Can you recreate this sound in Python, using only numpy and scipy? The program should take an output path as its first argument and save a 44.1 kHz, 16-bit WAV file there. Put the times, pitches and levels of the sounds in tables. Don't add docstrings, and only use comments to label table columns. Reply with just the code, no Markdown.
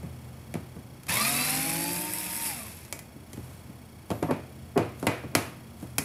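import sys
import numpy as np
from scipy import signal
from scipy.fft import rfft, irfft, next_fast_len
from scipy.io import wavfile
from scipy.ndimage import map_coordinates

SR = 44100
rng = np.random.default_rng(int(sys.argv[2]) if len(sys.argv) > 2 else 0)


def digitize_waveform(pressure):
    field = np.atleast_2d(pressure).T
    bounded = np.clip(field, -1, 1)
    quanta = np.round(bounded * 32767).astype(np.int16)
    wavfile.write(sys.argv[1], SR, quanta)


N = 266672

# multiple of shaft speed, level/dB
UNBALANCE = [(.59, -4.5), (1, -1.5), (1.181, -7.5), (1.8, -14), (2, -14), (2.391, -11.5)]
# multiple of shaft speed, level/dB
POLE_TONES = [(3, 3.5), (4, -11), (22, -18), (40, -4), (41, -5)]
# multiple of shaft speed, level/dB
TOOTH_TONES = [(4.7, -12), (5.375, -3), (5.65, -10), (6.35, -12), (8.35, -9), (9, -10), (10.75, -1),
               (16.125, 0), (18.8, -3), (21.5, -2), (26.875, -2)]
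# f/Hz, width/Hz, level/dB
HOUSING_PEAKS = [(930, 80, -2), (1140, 150, 2), (2150, 330, -2), (2620, 280, -2), (3750, 150, -6),
                 (4120, 240, -7), (4660, 260, -3)]
# f/Hz, level/dB
RATTLE_EQ = [(59, -53), (100, -16), (152, -15), (201, 1), (290, -11), (410, -10), (724, -4.5), (1010, -8.5),
             (1150, -13.5), (1710, -4.5), (2520, -3), (2970, -8.5), (4620, -9.5), (7040, -9.5),
             (8000, -15.5), (10400, -55), (17600, -120)]
# f/Hz, level/dB
BRUSH_EQ = [(4800, -31.5), (5400, -5.5), (5800, -25.5), (7500, -12), (8250, -3), (8750, -12.5), (9450, -2),
            (10100, -3.5), (11000, 0), (12600, -5.5), (14000, -13.5), (15500, -22)]
# t/s, knock level/dB, clack over knock/dB, snap over knock/dB
PANEL_HITS = [(.54, -30.5, -4.5, -7), (3.332, -44.5, -1.5, 4), (4.103, -22, -16, -13),
              (4.113, -24.5, -20, -13), (4.226, -18, -16, -17.5), (4.308, -16.5, -11.5, -19.5),
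              (4.775, -12, -10.5, -17.5), (5.026, -23, -18, -18.5), (5.068, -13, -3, -9.5),
              (5.235, -33, -13, -25), (5.351, -12.5, -2.5, -4), (5.983, -24.5, 2, 6)]
# t/s, thud level/dB
SOFT_BUMPS = [(.03, -32), (.552, -27.5), (.764, -37), (3.154, -41.5), (3.373, -33), (3.694, -41.5),
              (5.825, -33.5)]
# t/s, snap level/dB
SCREW_CLICKS = [(1.034, -47), (1.068, -43), (2.85, -46.5), (2.926, -28.5), (2.991, -39)]
# f/Hz, level/dB, t60/s
CABINET_MODES = [(107.5, 3.5, 0.29), (158.2, 3, 0.21), (287, -4.5, 0.15), (378.6, -0.5, 0.2),
                 (480, 2.5, 0.29), (600, -10, 0.17), (711, 5, 0.096), (900.6, 5.5, 0.17),
                 (1260, -2.5, 0.48), (1700, -12, 0.48), (2025, 6.5, 0.21), (2260, 7, 0.17),
                 (2460, -1, 0.33), (3166, 22.5, 0.046), (7370, 1, 0.17)]
# f/Hz, level/dB
PLASTIC_EQ = [(35, -39), (60, -14), (96, 0), (156, 2), (259, 6), (475, -5.5), (673, -2.5), (773, -8.5),
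              (869, -10), (1450, -13), (2470, -11.5), (3270, -22.5), (8280, -28.5), (11200, -24),
              (15500, -38)]
# t/s, length/s, level/dB
PANEL_GRINDS = [(4.223, 0.0072, -23), (4.286, 0.0293, -24), (4.758, 0.0153, -21.5), (5.327, 0.063, -41)]
# t/s, length/s, level/dB
SLIDES = [(3.33, 0.22, -59), (4.09, 0.089, -60), (5.002, 0.031, -52), (5.805, .025, -54.5)]
# f/Hz, level/dB
SLIDE_EQ = [(300, -23), (1500, -1), (5500, -6), (11500, 1), (15000, -12)]
# f/Hz, level/dB
DRONE_TONES = [(82, 0.5), (126, 3), (222, -10.5)]
# t/s, level/dB
DRONE_RIDE = [(0, -41.5), (.9, -52), (3.15, -55), (3.45, -43), (3.9, -53.5), (4.55, -49), (6.05, -48.5)]
# f/Hz, level/dB
RUMBLE_EQ = [(15, -48), (25, -18), (49, -17.5), (70, -4.5), (118, -2.5), (188, -7), (227, -2.5),
             (264, -11.5), (356, -15.5), (436, -21), (500, -18), (650, -52), (1100, -120)]
# f/Hz, level/dB
HISS_EQ = [(180, -37), (300, -1.5), (420, -7.5), (600, -4), (900, -7.5), (1650, -14.5), (2400, -15),
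           (3600, -21), (4600, -22.5), (5100, -19.5), (5900, -23), (11500, -21.5), (15500, -25.5)]
# harmonic number, level/dB
BUZZ_TONES = [(2, 8), (3, 8), (4, 7), (5, 4.5), (8, 4), (9, 7.5), (10, 8), (11, 8), (12, -14)]

# level running free/dB, boost at full load/dB, boost per doubling of spin/dB
HUM_LAW, POLE_LAW, BRUSH_LAW = (-48.5, 10, 2), (-44, 6, 14), (-35, 8.5, 5.3)
RATTLE_LAW, MESH_LAW = (-41.5, 11.8, 1.5), (-45, 13.5, 2)
ON_S, FREE_S, OFF_S = 1.088, 2.088, 2.465
ATTACK_S = .016
TIME = np.arange(N) / SR


def screwdriver(free_hz=307.5, drag_hz=85.5, stop_s=.62, jolt_db=4, jolt_s=.045):
    load, spin, coasting_s = motion()
    shaft_hz = (free_hz - drag_hz * load) * spin
    angle = phase(shaft_hz * (1 + .00294 * wobble(40.35)))
    gear_angle = angle + phase(shaft_hz * .00645 * wobble(160))
    dull_db = 4 * coasting_s
    motor = rotor(angle, shaft_hz, load, spin, dull_db)
    gearbox = gears(gear_angle, shaft_hz, load, spin, dull_db)
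    scratch = level(BRUSH_LAW, load, spin) * brushes(angle, gear_angle)
    release = amp(jolt_db * np.exp(-((TIME - OFF_S) / jolt_s) ** 2) - 24 * coasting_s)
    running = gate(ON_S, N / SR, ATTACK_S) * np.clip(1 - (coasting_s / stop_s) ** 2, 0, 1)
    return running * (motor + release * (gearbox + scratch))


def motion(start_lag=.35, spin_up_s=.079, coast_s=.42):
    load = np.clip((FREE_S - TIME) / (FREE_S - ON_S), 0, 1)
    coasting_s = np.maximum(TIME - OFF_S, 0)
    spin_up = 1 - start_lag * np.exp(-np.maximum(TIME - ON_S, -ATTACK_S) / spin_up_s)
    return load, spin_up * np.exp(-coasting_s / coast_s), coasting_s


def level(law, load, spin):
    free_db, load_db, spin_db = law
    return amp(free_db + load_db * load + spin_db * np.log2(spin))


def rotor(angle, shaft_hz, load, spin, dull_db, let_go_s=.36):
    hum = unit(sum(amp(db + 2.5 * wobble(45)) * np.sin(k * angle + .2 * wobble(60))
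                   for k, db in UNBALANCE))
    whine = sum(amp(db + 1.4 * wobble(40.6) - k * (dull_db + .5 * load)) * np.sin(k * angle)
                for k, db in POLE_TONES)
    grip = np.clip((FREE_S - TIME) / let_go_s + .78, 0, 1)
    ring_db = 3.5 * resonance(shaft_hz, centre_hz=288, width_hz=30)
    return level(HUM_LAW, grip, spin) * amp(ring_db) * hum + level(POLE_LAW, load, spin) * whine


def gears(angle, shaft_hz, load, spin, dull_db):
    mesh = sum(amp(db + 4 * wobble(70) - k * dull_db) * housing(k * shaft_hz)
               * np.sin(k * angle + .7 * wobble(130)) for k, db in TOOTH_TONES)
    chatter = grains(depth_db=2.5, rate=300)
    rattle = shaped(coloured(chatter, lambda hz: 1 + .5 * housing(hz)), RATTLE_EQ)
    return level(RATTLE_LAW, load, spin) * rattle + level(MESH_LAW, load, spin) * mesh


def housing(hz):
    return amp(-14.5) + sum(amp(db) * resonance(hz, peak, width) for peak, width, db in HOUSING_PEAKS)


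def brushes(angle, gear_angle):
    pulsing = (1 + .12 * np.cos(angle)) * (1 + .33 * np.cos(.34 * gear_angle))
    sparks = amp(3 * wobble(700) + 1.27 * wobble(60))
    return shaped(rng.standard_normal(N) * pulsing * sparks, BRUSH_EQ)


def knocks():
    out = np.zeros(N)
    for s, db, clack_db, snap_db in PANEL_HITS:
        thud_db = -25.5 + .58 * (db + 18.5)
        add(out, s, strike(thud_db, db, db + clack_db, db + snap_db))
    for s, db in SOFT_BUMPS:
        add(out, s, amp(db) * strike(thud_db=0, knock_db=-5.5, clack_db=-14, snap_db=-20))
    for s, db in SCREW_CLICKS:
        add(out, s, amp(db) * strike(thud_db=-24, knock_db=-5, clack_db=-3.5, snap_db=0))
    return out


def strike(thud_db, knock_db, clack_db, snap_db):
    ring = amp(-6) * cabinet_ring()
    sharp_db = snap_db - knock_db
    rise_s = min(.00025 * amp(-sharp_db), .0025)
    edge_hz = np.clip(4398 + 150 * sharp_db, 3000, 6500)
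    top_hz = np.clip(16000 + 200 * sharp_db, 6000, 18000)
    thud = hit_layer(ring, rise_s, 56, 427, contact=.16, t60=.14, room_db=-11, room_t60=1)
    knock = hit_layer(ring, rise_s, 334, 1300, contact=.95, t60=.07, room_db=-.5, room_t60=.4)
    clack = hit_layer(ring, rise_s, 980, 4650, contact=.93, t60=.028, room_db=-2.5, room_t60=.55)
    snap = hit_layer(ring, rise_s, edge_hz, top_hz, contact=.75, t60=.031, room_db=-5.5, room_t60=.37)
    return (amp(thud_db + 27.5) * thud + amp(knock_db + 21.5) * knock
            + amp(clack_db + 22) * clack + amp(snap_db + 22.5) * snap)


def hit_layer(ring, rise_s, lo_hz, hi_hz, contact, t60, room_db, room_t60):
    x = ring + noise_tail(t60) + amp(room_db) * noise_tail(room_t60)
    x *= 1 - np.exp(-TIME[:SR] / rise_s)
    x[round(rise_s * SR)] += contact
    x = coloured(x, lambda hz: panel_gain(hz, lo_hz, hi_hz))
    return x / np.linalg.norm(x)


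def panel_gain(hz, lo_hz, hi_hz):
    band = 1 / np.sqrt((1 + (lo_hz / (hz + 1)) ** 8) * (1 + (hz / hi_hz) ** 8))
    return eq_gain(PLASTIC_EQ, hz) * band


def cabinet_ring(scatter_db=4.5):
    t = TIME[:SR]
    x = sum(amp(db + scatter_db * rng.standard_normal() - 60 * t / t60) * np.sin(2 * np.pi * hz * t)
            for hz, db, t60 in CABINET_MODES)
    return x / np.linalg.norm(x)


def grinding():
    ring = amp(-9) * cabinet_ring()
    body = hit_layer(ring, .001, 220, 1300, contact=1, t60=.03, room_db=-5, room_t60=.3)
    strokes = sum(amp(db) * gate(s, length, .004) for s, length, db in PANEL_GRINDS)
    slips = strokes * unit(grains(depth_db=3, rate=400))
    return signal.fftconvolve(slips, body)[:N]


def rubbing(rise_db_per_s=450, fall_db_per_s=105):
    strokes = sum(amp(db - rise_db_per_s * np.maximum(s - TIME, 0)
                      - fall_db_per_s * np.maximum(TIME - s - length, 0)) for s, length, db in SLIDES)
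    return strokes * shaped(grains(depth_db=3, rate=250), SLIDE_EQ)


def squeak(pitch_hz=11900):
    hz = pitch_hz * (1 + .024 * wobble(20) + .0096 * wobble(500))
    return amp(-59.5) * gate(start_s=4.1, length_s=.23, edge_s=.018) * unit(np.sin(phase(hz)))


def tiled_room(x, wet_db=-6, t60=.33):
    return x + amp(wet_db) * signal.fftconvolve(x, noise_tail(t60))[:N]


def room_tone(drift=.021, follow=.18):
    drone_db = np.interp(TIME, *np.transpose(DRONE_RIDE))
    swell_db = follow * (drone_db - drone_db.mean())
    rumble = amp(-49.5 + swell_db) * shaped(rng.standard_normal(N), RUMBLE_EQ)
    turn = phase(1 + drift * wobble(5))
    drone = unit(sum(amp(db + 2 * wobble(10)) * np.sin(hz * turn) for hz, db in DRONE_TONES))
    hiss = amp(-54.5 + swell_db) * shaped(rng.standard_normal(N), HISS_EQ)
    return rumble + amp(drone_db) * drone + hiss


def buzz(pitch_hz=1107, burst_hz=30):
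    cycle = burst_hz * TIME + .25 * wobble(11)
    bursts = np.clip(2 * np.cos(2 * np.pi * cycle), 0, 1)
    tone = sum(amp(db) * np.sin(2 * np.pi * k * pitch_hz * TIME + wobble(30)) for k, db in BUZZ_TONES)
    return amp(-63.5) * unit(bursts * tone)


def amp(db):
    return 10 ** (np.asarray(db) / 20)


def unit(x):
    return x / np.sqrt(np.mean(x ** 2) + 1e-20)


def phase(hz):
    return 2 * np.pi * np.cumsum(hz) / SR


def resonance(hz, centre_hz, width_hz):
    return 1 / (1 + (2 * (hz - centre_hz) / width_hz) ** 2)


def wobble(rate):
    return map_coordinates(rng.standard_normal(int(N * rate / SR) + 4), [np.arange(N) * rate / SR])


def grains(depth_db, rate):
    return rng.standard_normal(N) * amp(depth_db * wobble(rate))


def noise_tail(t60):
    burst = rng.standard_normal(SR) * amp(-60 * TIME[:SR] / t60)
    return burst / np.linalg.norm(burst)


def gate(start_s, length_s, edge_s):
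    return np.clip(np.minimum(TIME - start_s, start_s + length_s - TIME) / edge_s + .5, 0, 1)


def eq_gain(eq, hz):
    f, db = np.transpose(eq)
    return amp(np.interp(np.log(hz + 1), np.log(f + 1), db))


def coloured(x, gain):
    m = 2 * next_fast_len(len(x))
    cepstrum = irfft(np.log(np.maximum(gain(np.fft.rfftfreq(m, 1 / SR)), 1e-6)))
    cepstrum[1:m // 2] *= 2
    cepstrum[m // 2 + 1:] = 0
    return irfft(rfft(x, m) * np.exp(rfft(cepstrum)))[:len(x)]


def shaped(x, eq):
    return unit(coloured(x, lambda hz: eq_gain(eq, hz)))


def add(out, s, sound):
    part = out[round(s * SR):][:len(sound)]
    part += sound[:len(part)]


def scene():
    tool = amp(-1.2) * tiled_room(screwdriver())
    panel = knocks() + grinding() + rubbing() + squeak()
    return (tool + panel + room_tone() + buzz())[None]


def record(dry, top_hz=15600):
    m = next_fast_len(N + SR)
    return irfft(rfft(dry, m) * (np.fft.rfftfreq(m, 1 / SR) < top_hz), m)[..., :N]


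dry = scene()
out = record(dry)
digitize_waveform(out)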